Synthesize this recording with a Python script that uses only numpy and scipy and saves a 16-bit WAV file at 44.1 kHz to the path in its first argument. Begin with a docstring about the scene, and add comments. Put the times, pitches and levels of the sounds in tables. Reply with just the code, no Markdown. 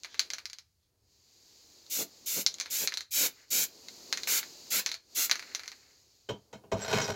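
"""An aerosol can sprays a small iron casting on a workbench in eight short bursts: filtered noise for jet,
splash, gust. A hand taps the can; shaken before and around the bursts, its mixing ball strikes and rolls: noisy
contacts exciting wall and body resonances. A soft hiss and a low rush, both slowly varying noise, swell and dip
over a steady rumble. Then a hand knocks the casting and turns it, scraping, on its steel plate: noise and tiny
slips through iron modes. Small wooden room, close microphone."""
import sys
import numpy as np
from scipy import signal
from scipy.fft import rfft, irfft
from scipy.io import wavfile
from scipy.ndimage import map_coordinates

SR = 44100
rng = np.random.default_rng(int(sys.argv[2]) if len(sys.argv) > 2 else 0)


def store_wav(level_fs):
    """Save 16-bit WAV to argv[1]."""
    pcm = np.round(np.clip(np.atleast_2d(level_fs), -1, 1) * 32767)
    wavfile.write(sys.argv[1], SR, pcm.T.astype(np.int16))


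N = 315315
T = np.arange(N) / SR
TAIL = T[:SR // 2]

# soft hiss and low rush: (time [s], hiss level [dB], rush level [dB])
AIR_LEVELS = [(0, -65.5, -76), (.28, -70.5, -65), (.72, -82, -95), (.95, -86.5, -82.5), (1.12, -69, -81),
              (1.5, -60.5, -72), (2.1, -58, -67), (2.65, -65, -63.5), (3.4, -61.5, -73), (3.75, -56.5, -63),
              (4.2, -49.5, -56.5), (4.65, -52, -61.5), (5.5, -56, -63.5), (5.85, -63, -73),
              (6.25, -67.5, -78.5), (6.65, -78.5, -66)]
# brief dips of hiss and rush: (time [s], depth [dB], half length [s])
AIR_DIPS = [(3.078, 21, 0.037), (3.466, 7, 0.025), (5.017, 17, 0.095)]
# colours of hiss, rush and room rumble: (frequency [Hz], gain [dB])
HISS_COLOUR = [(700, -20), (1400, -17.5), (2300, -12), (3500, -10), (4100, -1), (4600, 2), (5600, -4.5),
               (6900, -1), (8300, -19), (9500, -25), (12500, -16.5), (16000, -18.5)]
RUSH_COLOUR = [(60, -20), (150, -10.5), (280, -3.5), (410, -2), (650, -9), (1000, -13), (2000, -28)]
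RUMBLE_COLOUR = [(20, -15.5), (45, -11), (75, -0.5), (110, -4), (200, -19), (600, -30.5), (3000, -33)]
RUMBLE_DB = -76

# ball strikes the can; the first row is a light tap of the hand on the can, sounded the same way: # (time [s],
# clack level [dB], hollow body re clack [dB], wall resonance nearest the spot [Hz])
BALL_BLOWS = [(0.0347, -39.5, -14.5, 3200), (0.0467, -37.5, -5, 4360), (0.1443, -45, 3, 4000),
              (0.1943, -17.5, -14, 4370), (0.3032, -31, -8.5, 4560), (0.335, -30, -8, 6000),
              (0.3838, -38.5, -2.5, 4470), (0.4557, -33, -8.5, 4940), (0.4994, -42.5, -11, 4500),
              (0.532, -38, -10.5, 4570), (0.5858, -41.5, -10.5, 5130), (1.865, -51.5, -14, 4300),
              (2.4639, -15, -19, 5340), (2.5419, -35.5, -19, 6800), (2.585, -44, -9, 3500),
              (2.6003, -28, -12.5, 7000), (2.611, -29.5, -9, 6150), (2.659, -40.5, -2, 4200),
              (2.8745, -21, -11, 4200), (2.9223, -39.5, 6, 4600), (2.9401, -30, -15, 4080),
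              (2.9728, -26.5, -12, 4100), (3.0076, -33.5, -7.5, 4000), (3.8851, -38, -13.5, 4200),
              (4.127, -23, -6.5, 4260), (4.174, -31.5, -5, 6600), (4.234, -31, -11.5, 3840),
              (4.2737, -33.5, 1, 4100), (4.43, -39.5, 2.5, 4200), (4.8621, -24, -6, 5800),
              (4.891, -34.5, -8, 4070), (4.9164, -29, -9, 4200), (4.942, -33.5, -10, 4330),
              (5.297, -31, 1.5, 7000), (5.313, -17, -9, 4200), (5.3561, -35, -0.5, 6000),
              (5.3948, -38.5, 2.5, 4540), (5.4258, -46.5, 3.5, 3900), (5.5491, -26, -11, 5870),
              (5.595, -40, -2.5, 4100), (5.6348, -44.5, 0.5, 4430), (5.659, -49.5, 3, 6400),
              (5.6786, -35, -9, 4600), (5.7175, -43, -5.5, 4300)]
# modes of the can's wall: (frequency [Hz], level [dB], t60 [s])
CAN_MODES = [(1500, -14, .04), (2110, -1.5, 0.033), (2340, -9, 0.085), (4145, -9.5, 0.12), (4690, -11, .11),
             (4260, -3.5, .08), (5670, -19.5, .09), (5480, -16.5, 0.035), (6360, -2, 0.048),
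             (6980, -17.5, .07)]
# colours of the ball's contact, hollow body and hard tick: (frequency [Hz], gain [dB])
CLACK_COLOUR = [(1800, -19.5), (3000, -10), (4100, 4), (5200, -1), (6300, 1), (7300, -6), (8200, -22),
                (11000, -40)]
HOLLOW_COLOUR = [(400, -14), (1000, -7), (1600, 1.5), (2300, 3), (3000, -6.5), (4500, -34), (9000, -49.5)]
TICK_COLOUR = [(5000, -30), (8000, -9), (11000, 1.5), (16000, -6.5)]
# after-ring and tick re clack; a blow that shakes the body gives more of both [dB per dB of body]
RING_DB, RING_DB_PER_BODY_DB = -9, 0.12
TICK_DB, TICK_DB_PER_BODY_DB = -16, 0.3
# ball rolls along the wall:
# (time [s], rub level [dB], hollow body level [dB], wall resonance [Hz], half length [s])
BALL_ROLLS = [(0.15, -57, -66, 3230, .07), (0.85, -81, -92, 3300, .04), (2.653, -57, -61, 3400, .08),
              (3.41, -74, -63, 3500, .05), (5.5, -55, -56, 4300, .07), (5.85, -76, -70, 4300, .12)]

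# nozzle presses: (time [s], held [s], valve opening time constant [s], jet level [dB], splash level [dB],
# gust level [dB], time the jet is square on the casting [s], dwell there [s])
NOZZLE_PRESSES = [(1.897, 0.13, 0.013, -30, -46.5, -39, 2.012, .024),
                  (2.258, 0.16, .006, -30.5, -45, -42.5, 2.383, 0.019),
                  (2.7, 0.15, 0.0072, -30, -42.5, -44.5, 2.83, 0.023),
                  (3.106, 0.16, 0.037, -24, -35, -44, 3.232, 0.059),
                  (3.502, 0.14, 0.0098, -25.5, -41, -49.5, 3.58, 0.12),
                  (4.269, .122, 0.011, -26, -35, -49.5, 4.32, 0.037),
                  (4.702, 0.096, 0.0086, -26.5, -34.5, -49, 4.765, 0.059),
                  (5.147, 0.11, 0.015, -26, -37.5, -47.5, 5.19, 0.022)]
# colours of jet, splash and gust: (frequency [Hz], gain [dB])
JET_COLOUR = [(1500, -36), (2400, -7.5), (3000, -11.5), (3900, -6), (4900, -6), (6200, -0.5), (7300, 1),
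              (8400, -11.5), (9500, -13.5), (11000, -5), (13000, -3), (14200, -5), (16000, -6.5)]
SPLASH_COLOUR = [(400, -22.5), (900, -13), (1400, -5), (2000, -3), (2450, -1), (3000, -7.5), (4500, -0.5),
                 (7000, -25.5)]
GUST_COLOUR = [(50, -30.5), (120, -13), (220, -2), (330, -4), (550, -2), (800, -13), (1300, -18),
               (5000, -48.5)]
JET_SHUT_S, SPLASH_SHUT_S = 0.012, 0.016  # time constants once the valve is let go
SWEEP_DB = 2.5  # jet loss at the ends of a sweep re its middle
GUST_SPILL = 0.11  # share of the gust left while the jet points past the casting
SPLASH_AIM_DWELLS = 2.9  # dwells either side of the square hit where the splash is 3 dB down

# casting knocks on the plate: (time [s], thud level [dB], clink level [dB], clink pitch [Hz])
PLATE_KNOCKS = [(6.288, -35, -39, 3170), (6.528, -45, -50.5, 480), (6.635, -55.5, -71, 2840),
                (6.716, -29.5, -38.5, 1200), (6.742, -38, -67, 700), (6.878, -41.5, -54, 1890),
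                (6.926, -29.5, -31.5, 2480), (6.977, -35.5, -38, 2165), (7.012, -41.5, -34, 5950),
                (7.038, -53, -38, 4900), (7.085, -34.5, -53, 1480)]
# modes of casting and plate together: (frequency [Hz], width [Hz], gain [dB])
IRON_MODES = [(111, 33, 1), (158, 25, 1), (212, 28, 10), (399, 29, 6), (444, 19, -3), (507.5, 14, -1),
              (580, 14, 2.5), (645.4, 19, 11.5), (794, 32, 0), (906, 14, 2), (962, 16, 4.5),
              (1467, 40, 2.5), (1535, 30, 3), (2192, 29, 6), (2500, 42, 2), (3110, 70, 6), (3840, 55, 8),
              (4200, 30, 12.5), (5080, 50, 8.5), (5666, 65, 12.5), (6440, 45, 8.5), (7540, 32, 0)]
# colours of plate thud, bench boom, knock clink and gritty scrape: (frequency [Hz], gain [dB])
THUD_COLOUR = [(330, -7.5), (430, 1), (650, -3), (950, -4), (1500, -20), (2500, -53), (8000, -81)]
BOOM_COLOUR = [(55, -6), (110, -2.5), (170, -2.5), (230, -5.5), (310, -6), (600, -23.5), (3000, -52)]
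CLINK_COLOUR = [(900, -0.5), (1500, 2.5), (3100, 1.5), (4500, -5.5), (7400, -3), (8800, -21.5),
                (16000, -20)]
GRIT_COLOUR = [(700, -13), (1500, 4.5), (2400, 0), (3200, -2.5), (4800, -1.5), (6300, -5), (7600, -5.5),
               (9000, -23), (11500, -14), (16000, -23)]

# casting is turned: (time [s], effort as grinding level [dB])
TURN_EFFORT = [(6.775, -49.5), (6.83, -42.5), (6.87, -43.5), (6.93, -35.5), (6.995, -33.5), (7.04, -43.5),
               (7.105, -39), (7.15, -51)]
# iron squeals: (time [s], mean pitch [Hz], median level [dB], half length [s])
IRON_SQUEALS = [(6.832, 7540, -44, .022), (6.822, 5800, -47, .027), (7.115, 5820, -47, .015)]
GRIT_DB = 0.5  # gritty treble re grinding
SLIPS_PER_S, CRACKS_PER_S = 1600, 90  # of the base on the plate, and of grit under it
STICK_DB, STICK_PER_S = 0.5, 90  # unevenness of sticking and letting go

TOP_HZ = 15850


def undb(db):
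    """Decibels to gain."""
    return 10 ** (np.asarray(db) / 20)


def unit(x, span_s=None):
    """Scale to rms 1, over the whole sound or its first span_s."""
    end = int(span_s * SR) if span_s else None
    return x / np.sqrt(np.mean(x[:end] ** 2) + 1e-20)


def colour(x, points, size=4096):
    """Minimum-phase filter through (Hz, dB) points; 12 dB/octave down below the first, to at most 40 dB."""
    hz, db = np.transpose(points)
    freqs_hz = np.maximum(np.fft.rfftfreq(size, 1 / SR), 1)
    low_cut = np.clip(freqs_hz / hz[0], 0.1, 1) ** 2
    gain = undb(np.interp(np.log(freqs_hz), np.log(hz), db)) * low_cut
    # folding the cepstrum makes the response causal
    cepstrum = irfft(np.log(gain))
    cepstrum[1:size // 2] *= 2
    cepstrum[size // 2 + 1:] = 0
    impulse = irfft(np.exp(rfft(cepstrum)))
    return signal.fftconvolve(x, impulse)[:len(x)]


def noise(points):
    """Coloured noise of rms 1."""
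    return unit(colour(rng.standard_normal(N), points))


def tail_noise():
    """White noise as long as TAIL."""
    return rng.standard_normal(len(TAIL))


def fade(t60_s):
    """Exponential decay, 60 dB in t60_s."""
    return np.exp(-np.log(1000) * TAIL / t60_s)


def onset(rise_s):
    """Exponential approach to 1."""
    return 1 - np.exp(-TAIL / rise_s)


def swell(s, half_length_s):
    """Bell-shaped rise and fall around time s."""
    return np.exp(-((T - s) / half_length_s) ** 2)


def walk(rate_hz):
    """Random wander: straight lines between normal draws at rate_hz."""
    knots_s = np.arange(0, N / SR + 1, 1 / rate_hz)
    return np.interp(T, knots_s, rng.standard_normal(len(knots_s)))


def gains(rows, rise_s=0.002, fall_s=0.024):
    """Columns of dB as gain curves that die away outside their span."""
    s, *columns = np.transpose(rows)
    before_s = np.maximum(s[0] - T, 0)
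    after_s = np.maximum(T - s[-1], 0)
    gate = np.exp(-before_s / rise_s - after_s / fall_s)
    return [gate * undb(np.interp(T, s, column)) for column in columns]


def resonate(x, hz, q):
    """One resonance, gain 1 at its centre."""
    return signal.lfilter(*signal.iirpeak(hz, q, fs=SR), x)


def add(track, s, sound):
    """Mix a sound into the track at time s."""
    start = int(s * SR)
    track[start:start + len(sound)] += sound[:N - start]


def air():
    """A soft hiss and a low rush swell and dip as shaped noise over the room's steady rumble."""
    hiss_gain, rush_gain = gains(AIR_LEVELS, rise_s=0.2, fall_s=0.23)
    dips = undb(-sum(depth_db * swell(s, half_s) for s, depth_db, half_s in AIR_DIPS))
    hiss = hiss_gain * noise(HISS_COLOUR) * undb(0.65 * walk(25))
    rush = rush_gain * noise(RUSH_COLOUR)
    return dips * (hiss + rush) + undb(RUMBLE_DB) * noise(RUMBLE_COLOUR)


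def ring(modes, scatter_db):
    """Decaying sines of one blow; each blow weights the modes anew."""
    out = np.zeros(len(TAIL))
    for hz, db, t60_s in modes:
        level = undb(db + scatter_db * rng.standard_normal())
        out += level * fade(t60_s) * np.sin(2 * np.pi * (hz * TAIL + rng.random()))
    return out


def ball():
    """A hard clack on the wall, a hollow knock of the body, then the can rings on, damped by its paint."""
    out = np.zeros(N)
    first_s = 0.0025
    for s, clack_db, body_db, wall_hz in BALL_BLOWS:
        contact = (TAIL == 0) + 0.14 * tail_noise() * fade(0.005)
        # many close wall modes and the nearest surfaces blur into a short noisy ring
        blur = tail_noise() * (fade(0.077) + 0.14 * fade(0.26)) * onset(0.0013)
        clack = unit(colour(contact + 1.2 * resonate(contact, wall_hz, q=5), CLACK_COLOUR), first_s)
        noisy_ring = unit(colour(blur + 1.2 * resonate(blur, wall_hz, q=9), CLACK_COLOUR), 0.09)
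        modal_ring = unit(ring(CAN_MODES, scatter_db=4.5), 0.0075)
        after = 0.38 * noisy_ring + 0.74 * modal_ring
        body = unit(colour(contact + 0.059 * blur, HOLLOW_COLOUR), first_s)
        tick = unit(colour(contact + 0.058 * blur, TICK_COLOUR), first_s)
        blow = clack + undb(body_db) * body
        blow += undb(RING_DB + RING_DB_PER_BODY_DB * body_db) * after
        blow += undb(TICK_DB + TICK_DB_PER_BODY_DB * body_db) * tick
        add(out, s, undb(clack_db) * blow)
    return out


def rolling():
    """The rolling ball rubs the wall through the paint, unevenly, and the hollow body murmurs with it."""
    out = np.zeros(N)
    rub, body = noise(CLACK_COLOUR), noise(HOLLOW_COLOUR)
    for s, rub_db, body_db, wall_hz, half_s in BALL_ROLLS:
        wall_rub = unit(rub + 3 * resonate(rub, wall_hz, q=11))
        out += swell(s, half_s) * (undb(rub_db) * wall_rub + undb(body_db) * body)
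    return out * undb(2 * walk(100))


def presses():
    """Gains of jet, splash, gust: the valve opens, holds and shuts as the hand sweeps the jet over the casting."""
    jet, splash, gust = np.zeros((3, N))
    for s, held_s, opening_s, jet_db, splash_db, gust_db, square_s, dwell_s in NOZZLE_PRESSES:
        valve = 1 - np.exp(-np.maximum(T - s, 0) / opening_s)
        impact = valve ** 3  # only a full jet reaches the casting
        since_s = np.maximum(T - s - held_s, 0)
        jet_shut = np.exp(-since_s / JET_SHUT_S)
        splash_shut = np.exp(-since_s / SPLASH_SHUT_S)
        off_middle = np.clip(2 * (T - s) / held_s - 1, -1, 1)
        splash_aim = 1 / np.hypot(1, (T - square_s) / (SPLASH_AIM_DWELLS * dwell_s))
        gust_aim = GUST_SPILL + (1 - GUST_SPILL) * swell(square_s, dwell_s)
        jet += undb(jet_db - SWEEP_DB * off_middle ** 2) * valve * jet_shut
        splash += undb(splash_db) * impact * splash_shut * splash_aim
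        gust += undb(gust_db) * impact * jet_shut * gust_aim
    return jet, splash, gust


def spray():
    """The jet hisses and flutters with its droplets, splashes on the casting and buffets it when aimed square."""
    jet, splash, gust = presses()
    hiss = jet * noise(JET_COLOUR) * undb(0.3 * walk(500))
    hiss += splash * noise(SPLASH_COLOUR) * undb(1.2 * walk(200))
    # the bench mirrors the hiss; the path changes as the hand sweeps
    lag_s = 0.0013 + 0.00025 * walk(6.4)
    mirrored = map_coordinates(hiss, [(T - lag_s) * SR], order=3)
    buffeting = gust * noise(GUST_COLOUR) * undb(0.82 * walk(90))
    return 0.88 * hiss + 0.34 * mirrored + buffeting


def iron(push):
    """The push itself plus the resonances of casting and plate."""
    out = push
    for hz, width_hz, db in IRON_MODES:
        out = out + undb(db) * resonate(push, hz, q=hz / max(width_hz, 16))
    return out


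def knocks():
    """Each knock chatters on the plate, its clink pitched by the spot; the heavy bench follows late."""
    out = np.zeros(N)
    for s, thud_db, clink_db, clink_hz in PLATE_KNOCKS:
        chatter = iron(tail_noise() * fade(0.14) * onset(0.0025))
        clink = colour(chatter, CLINK_COLOUR)
        clink = clink + 4.6 * resonate(clink, clink_hz, q=13.5)
        boom = colour(iron(tail_noise() * fade(0.072) * TAIL ** 2), BOOM_COLOUR)
        low = unit(colour(chatter, THUD_COLOUR), 0.015) + undb(-7) * unit(boom, 0.039)
        add(out, s, undb(thud_db) * low + undb(clink_db) * unit(clink, 0.0091))
    return out


def turning():
    """The rough base drags in tiny slips, louder with effort; grit cracks under it and the iron squeals."""
    grind, = gains(TURN_EFFORT, rise_s=0.0064)
    slips = (rng.random(N) < SLIPS_PER_S / SR) * rng.standard_normal(N)
    slips *= undb(STICK_DB * walk(STICK_PER_S))
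    cracks = 1.0 * (rng.random(N) < CRACKS_PER_S / SR)
    drag = iron(slips)
    thud = unit(colour(drag, THUD_COLOUR))
    boom = unit(colour(drag, BOOM_COLOUR))
    grit = unit(colour(iron(slips + cracks), GRIT_COLOUR))
    out = grind * (thud + undb(-4.5) * boom + undb(GRIT_DB) * grit)
    for s, hz, db, half_s in IRON_SQUEALS:
        pitch_hz = hz * (1 + 0.009 * walk(250))
        level = undb(db + 4 * walk(150)) * swell(s, half_s)
        out += level * np.sin(2 * np.pi * np.cumsum(pitch_hz) / SR)
    return out


def room(x, wet_db, t60_s):
    """Short diffuse echo of the wooden walls, dull at the top: convolution with decaying noise."""
    tail = tail_noise() * fade(t60_s) * onset(0.008)
    tail = colour(tail, [(100, 7.5), (4000, -2), (8000, -14.5), (16000, -5.5)])  # (Hz, dB)
    return x + undb(wet_db) * signal.fftconvolve(x, tail / np.linalg.norm(tail))[:N]


def scene():
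    """Can, spray and casting in the room, plus the air, which gets no echo."""
    sources = ball() + rolling() + spray() + knocks() + turning()
    return (room(sources, wet_db=-17.5, t60_s=0.19) + air())[None]


def record(dry):
    """Steep elliptic low-pass: 0.2 dB ripple up to TOP_HZ, 70 dB down beyond."""
    low_pass = signal.ellip(10, 0.2, 70, TOP_HZ, fs=SR, output="sos")
    return signal.sosfilt(low_pass, dry)


dry = scene()
out = record(dry)
store_wav(out)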